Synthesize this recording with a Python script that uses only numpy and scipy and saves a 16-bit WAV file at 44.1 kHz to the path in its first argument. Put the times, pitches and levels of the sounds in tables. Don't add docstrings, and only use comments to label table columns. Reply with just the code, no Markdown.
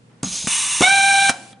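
import sys
import numpy as np
from scipy import signal
from scipy.fft import rfft, irfft
from scipy.io import wavfile

SR = 44100
rng = np.random.default_rng(int(sys.argv[2]) if len(sys.argv) > 2 else 0)


def wrap_up_sound(samples):
    columns = np.atleast_2d(samples).T
    tamed = np.clip(columns, -1, 1)
    steps = np.round(tamed * 32767).astype(np.int16)
    wavfile.write(sys.argv[1], SR, steps)


N = 70560
TOP_HZ = 10280

# frequency in Hz, level in dB.
SHOP_COLOUR = [(25, -28.5), (60, -12.5), (120, 1), (200, 5.5), (340, -9.5), (480, -4.5), (600, -16),
               (1500, -21.5), (4000, -26.5), (10500, -30)]
# frequency in Hz, side level in dB.
SHOP_SIDE = [(60, -13), (120, -16), (340, -6.5), (600, -1), (1100, 4.5), (10000, -3.5)]
# frequency in Hz, rms level in dB.
HUM_TONES = [(119, -57), (212, -62), (240, -67)]
# frequency in Hz, side level in dB.
AIR_SIDE = [(60, -36.5), (300, -20.5), (1000, -18.5), (3000, -22), (6000, -14), (9500, -9.5)]

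# time in seconds, level in dB.
RUSTLE_LEVEL = [(.06, -78), (.115, -55), (.17, -66.5), (.22, -56)]
# frequency in Hz, level in dB.
RUSTLE_COLOUR = [(80, -4), (400, 3), (900, -1.5), (2200, -6.5), (4000, -20), (10000, -39)]
# time in seconds, level in dB.
RUMBLE_LEVEL = [(.225, -62.5), (.245, -35), (.29, -38.5), (.345, -44.5), (.38, -65.5)]
# frequency in Hz, level in dB.
RUMBLE_COLOUR = [(25, -25), (60, -7.5), (110, -14), (180, 2.5), (300, -14), (700, -42)]
# start in seconds, level in dB.
CLICKS = [(.266, -37.5), (0.273, -36.5), (1.529, -37)]
# frequency in Hz, level in dB.
CLICK_COLOUR = [(80, -5), (250, 19), (700, -1.5), (1300, 9), (2200, -2.5), (3300, 8), (6000, -13),
                (11000, -7)]

# frequency in Hz, level in dB.
EARLY_COLOUR = [(60, -2), (200, -7.5), (800, 3.5), (2400, 1), (5000, 4), (10500, -10.5)]
# frequency in Hz, level in dB.
TAIL_COLOUR = [(60, -23), (200, -20), (500, 5.5), (800, 7.5), (1600, -3), (2400, -3.5), (4000, -8.5),
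               (7000, -22.5), (10500, -26.5)]

# time in seconds, level in dB.
LEAK_FLOW = [(.229, -32), (.233, -34.5), (.275, -31.5), (.305, -31), (.345, -26.5), (.375, -27.5),
             (.41, -29), (.468, -30.5), (.49, -60)]
# frequency in Hz, level in dB.
LEAK_COLOUR = [(60, -15), (400, -16), (1000, -15.5), (1750, -18), (2300, -8), (3000, -6), (3450, -3.5),
               (4200, -2.5), (4650, -8), (5150, 0), (5500, -6.5), (6100, 2), (6900, -3.5), (7750, -3.5),
               (8200, -6), (10200, -6)]
# time in seconds, level in dB.
EXHAUST_FLOW = [(.468, -60), (.474, -20), (.50, -22.5), (.525, -18.5), (.58, -20.5), (.66, -21.5),
                (.80, -21.5), (.835, -29.5), (.86, -47)]
# frequency in Hz, level in dB.
EXHAUST_COLOUR = [(60, -20.5), (200, -12.5), (550, -23), (780, -13), (980, 1), (1150, -0.5), (1400, -10.5),
                  (1800, -4), (2300, -0.5), (2720, 4.5), (2860, 7.5), (2960, 4.5), (3120, -6), (3500, 3.5),
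                  (3800, 2), (4300, -5.5), (5000, -4.5), (5700, 1), (6450, 6.5), (6950, -3), (7600, 5),
                  (7950, -7), (8300, 9), (8750, -0.5), (9280, 8.5), (9440, 5), (9650, 9.5), (10200, -6.5)]
# time in seconds, level in dB.
BLEED_FLOW = [(1.3, -51), (1.33, -42), (1.42, -45.5), (1.525, -50), (1.545, -76.5)]
# frequency in Hz, level in dB.
BLEED_COLOUR = [(60, -24), (200, 7.5), (600, 0.5), (1200, -10), (3000, -2.5), (5000, -4), (7300, -1.5),
                (8000, -2.5), (8700, -1), (10300, -3.5)]
# frequency in Hz, side level in dB.
BLEED_SIDE = [(200, -23.5), (1000, -15), (2000, -1), (10000, -8)]

# start in seconds, thump in dB, pitch factor of the ring, clack in dB, tick in dB.
KNOCKS = [(0.2314, -17, 0.93, -26.5, -19), (0.2385, -20.5, 0.99, -36.5, -43.5), (0.246, -24, 1.0, -44, -37),
          (0.443, -26, 0.76, -54, -64), (0.4711, -20.5, 0.99, -18, -21), (.8078, -9.5, 1.25, -16.5, -11),
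          (0.8141, -13.5, 1.7, -16.5, -26), (0.821, -24.5, 3, -10, -26), (1.296, -19.5, 1.05, -23.5, -34),
          (1.3043, -34, 0.85, -28, -26.5)]
# frequency in Hz before the pitch factor, level in dB before
# the thump level is added, time to fade by 60 dB in seconds.
HOUSING_MODES = [(170.7, -9.5, .08), (235.3, 2, 0.045), (310, -14.5, 0.027), (607, -22, 0.13),
                 (1188, -25, 0.28)]
# frequency in Hz, level in dB.
CLACK_COLOUR = [(40, -31), (150, -2.5), (450, -0.5), (950, 1), (1350, -0.5), (1800, -9), (2500, -6.5),
                (4500, -24.5), (11000, -30)]
# frequency in Hz, level in dB.
TICK_COLOUR = [(1500, -10), (3500, -7.5), (7000, 3), (10500, -4)]
# time in seconds, level in dB before its flutter.
WHISTLE_FLOW = [(.237, -82), (.240, -32), (.2455, -18), (.252, -28), (.275, -40), (.33, -33), (.45, -34.5),
                (.48, -65.5), (.56, -38), (.8, -35.5), (.83, -70)]
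# frequency in Hz, level in dB, decay in seconds.
BODY_RING = (183, -30, 0.043)

# time in seconds, rate in Hz before the wavering.
MOTOR_SPEED = [(.815, 609.5), (.835, 730.5), (.858, 741), (.872, 765), (.89, 772.5), (.91, 789.5),
               (1.0, 789.5), (1.17, 790), (1.29, 786), (1.32, 772)]
# time in seconds, level in dB.
MOTOR_DRIVE = [(.818, -46), (.828, -18), (.838, -11.5), (.86, -13.5), (.885, -15.5), (.915, -14),
               (.97, -15), (1.19, -14.5), (1.25, -16), (1.298, -17.5), (1.312, -34.5), (1.34, -41)]
# multiple of the vane rate, level in dB at full speed, change in dB while
# slow, left minus right in dB, left lead over right in radians, dB lost as a turn swings the speed up.
WHINE = [(1, -7, -0.5, 0.1, -0.19, 0.3), (2, -4.5, -10, -2.5, .1, 2.5), (3, -4.5, 2, -.7, -0.33, 0.94),
         (4, -18, 3.5, -1, 0.39, 0), (5, -12, 4, -2, 0.39, 1), (7, -25.5, -13, -1, -.3, -7),
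         (11, -17, -5.5, 2, -0.31, -3), (12, -18, -17.5, -3.5, -.6, -2.5)]
# time in seconds, level in dB.
MOTOR_FLOW = [(.805, -54.5), (.82, -15.5), (.85, -21.5), (.94, -22.5), (1.2, -23), (1.29, -22.5),
              (1.31, -49.5), (1.35, -81)]
# frequency in Hz, level in dB.
MOTOR_AIR_COLOUR = [(50, -23.5), (170, -0.5), (370, -19.5), (600, -11), (1200, -8), (1900, -28.5),
                    (2250, 9.5), (2520, -8.5), (2750, 3.5), (3400, -3), (3800, 7), (4250, -3.5),
                    (4650, -5.5), (5080, -21.5), (5500, 4), (5950, -4), (6350, 5.5), (6750, -6.5),
                    (7700, 0), (8450, 0.5), (9050, -2), (9350, 3.5), (10200, -6.5)]
# frequency in Hz, level in dB.
SPIT_COLOUR = [(60, -12), (250, -21), (550, 3.5), (1150, 4.5), (2000, 0), (3500, -2), (5500, -2),
               (7500, -0.5), (9300, 1.5), (10500, -5)]


def undb(db):
    return 10 ** (np.asarray(db) / 20)


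def clock():
    return np.arange(N) / SR


def curve(points):
    times, values = np.array(points).T
    return np.interp(clock(), times, values)


def envelope(points):
    inside = (clock() > points[0][0]) * (clock() < points[-1][0])
    return undb(curve(points)) * inside


def colour_gain(points):
    f = np.maximum(np.fft.rfftfreq(N, 1 / SR), 1)
    hz, db = np.array(points).T
    return undb(np.interp(np.log(f), np.log(hz), db))


def noise(colour, shade=None):
    f = np.fft.rfftfreq(N, 1 / SR)
    spectrum = rfft(rng.standard_normal(N)) * colour_gain(colour) * (f < TOP_HZ + 500)
    rms = irfft(spectrum, N).std()
    if shade is not None:
        spectrum = spectrum * colour_gain(shade)
    return irfft(spectrum, N) / rms


def walk(rate):
    f = np.fft.rfftfreq(N, 1 / SR)
    y = irfft(rfft(rng.standard_normal(N)) * np.exp(-(f / rate) ** 2), N)
    return y / y.std()


def swing(hz):
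    return 2 * np.pi * np.cumsum(hz) / SR


def burst(start, rise, decay):
    age = np.maximum(clock() - start, 0)
    return np.minimum(age / rise, 1) * np.exp(-np.maximum(age - rise, 0) / decay)


def pan(x, db):
    return x * undb(np.array([[db], [-db]]) / 2)


def jet(colour, side=AIR_SIDE):
    middle = noise(colour)
    difference = noise(colour, side) * np.array([[1], [-1]])
    return pan(middle + difference, -0.7)


def workshop():
    hum = 0
    for hz, db in HUM_TONES:
        hum = hum + np.sqrt(2) * undb(db) * np.sin(swing(hz + walk(12)))
    return jet(SHOP_COLOUR, SHOP_SIDE) * undb(-53.5) + hum


def handling():
    rustle = jet(RUSTLE_COLOUR) * envelope(RUSTLE_LEVEL)
    hose_rumble = jet(RUMBLE_COLOUR) * envelope(RUMBLE_LEVEL)
    strikes = sum(undb(db) * burst(start, 0.00043, 0.0033) for start, db in CLICKS)
    return rustle + hose_rumble + jet(CLICK_COLOUR) * strikes


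def echo(start, t60, db, colour):
    shape = burst(start, 0.0013, t60 / np.log(1000))
    shape = shape / np.sqrt(2 * np.sum(shape ** 2))
    width = 0.34
    cloud = noise(colour) + width * noise(colour) * np.array([[1], [-1]])
    return undb(db) * shape * cloud


def room(dry):
    response = echo(.003, 0.18, -13.5, EARLY_COLOUR) + echo(.015, 0.61, -22.5, TAIL_COLOUR)
    middle = dry.mean(axis=0)[None]
    return signal.fftconvolve(middle, response, axes=1)[:, :N]


def bench(x):
    delay_s, gain = .0034, 0.23
    late = np.pad(x, ((0, 0), (int(delay_s * SR), 0)))[:, :N]
    return (x + gain * late) / np.hypot(1, gain)


def air():
    leak = jet(LEAK_COLOUR) * envelope(LEAK_FLOW)
    exhaust = jet(EXHAUST_COLOUR) * envelope(EXHAUST_FLOW)
    bleed = jet(BLEED_COLOUR, BLEED_SIDE) * envelope(BLEED_FLOW)
    flutter_db = 0.24 * walk(90)
    return bench(leak + exhaust + bleed) * undb(flutter_db)


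def valves():
    clack, tick = jet(CLACK_COLOUR), jet(TICK_COLOUR)
    low_cut = signal.butter(1, 110, "high", fs=SR, output="sos")
    out = 0
    for start, thump_db, pitch, clack_db, tick_db in KNOCKS:
        age = np.maximum(clock() - start, 0)
        ring = 0
        for hz, db, t60 in HOUSING_MODES:
            ring = ring + undb(db - 60 * age / t60) * np.sin(-2 * np.pi * hz * pitch * age)
        out = out + undb(thump_db) * signal.sosfilt(low_cut, ring)
        out = out + undb(clack_db) * clack * burst(start, 0.0012, 0.0045)
        out = out + undb(tick_db) * tick * burst(start, 0.00046, 0.0023)
    return out


def whistle():
    centre_hz, wander_hz = 6547, 62.6
    tone = np.sqrt(2) * np.sin(swing(centre_hz + wander_hz * walk(120)))
    flutter_db = 2 * walk(120)
    return tone * envelope(WHISTLE_FLOW) * undb(flutter_db)


def body():
    hz, db, decay = BODY_RING
    start = .247
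    tone = np.sin(2 * np.pi * hz * (clock() - start))
    return undb(db) * burst(start, 0.024, decay) * tone


def motor():
    speed = curve(MOTOR_SPEED)
    turn_hz, wobble, jitter = 28.59, 0.0085, 0.0057
    turn = np.sin(swing(turn_hz * (1 + .08 * walk(14))))
    phase = swing(speed * (1 + wobble * turn + jitter * walk(250)))
    slow = np.clip(765.6 - speed, 0, 1)
    roughness = 0.049 + 0.11 * slow
    beat_hz, beat = 60, .09
    whine = 0
    for multiple, db, slow_db, pan_db, lead, throb_db in WHINE:
        flutter_db = .7 * walk(26)
        gain = undb(db + slow_db * slow + flutter_db - throb_db * turn)
        uneven = 1 + roughness * walk(400) + beat * (walk(beat_hz) + 1j * walk(beat_hz))
        angle = multiple * phase + 1.05 * rng.standard_normal() + lead * np.array([[.5], [-.5]])
        partial = np.sqrt(2) * gain * np.real(uneven * np.exp(1j * angle))
        whine = whine + pan(partial, pan_db)
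    pulse = 1 + 0.34 * np.cos(phase)
    puffs = jet(MOTOR_AIR_COLOUR) * pulse * undb(0.76 * walk(50))
    return whine * envelope(MOTOR_DRIVE) + bench(puffs * envelope(MOTOR_FLOW))


def spit():
    return jet(SPIT_COLOUR) * undb(-10.5) * burst(1.2935, 0.00067, 0.0083)


def scene():
    tool = handling() + air() + valves() + whistle() + body() + motor() + spit()
    return tool + room(tool) + workshop()


def record(dry):
    ceiling = .78
    rounded = dry / (1 + (dry / ceiling) ** 8) ** (1 / 8)
    top_cut = signal.ellip(8, .1, 60, TOP_HZ, fs=SR, output="sos")
    return signal.sosfiltfilt(top_cut, rounded)


dry = scene()
out = record(dry)
wrap_up_sound(out)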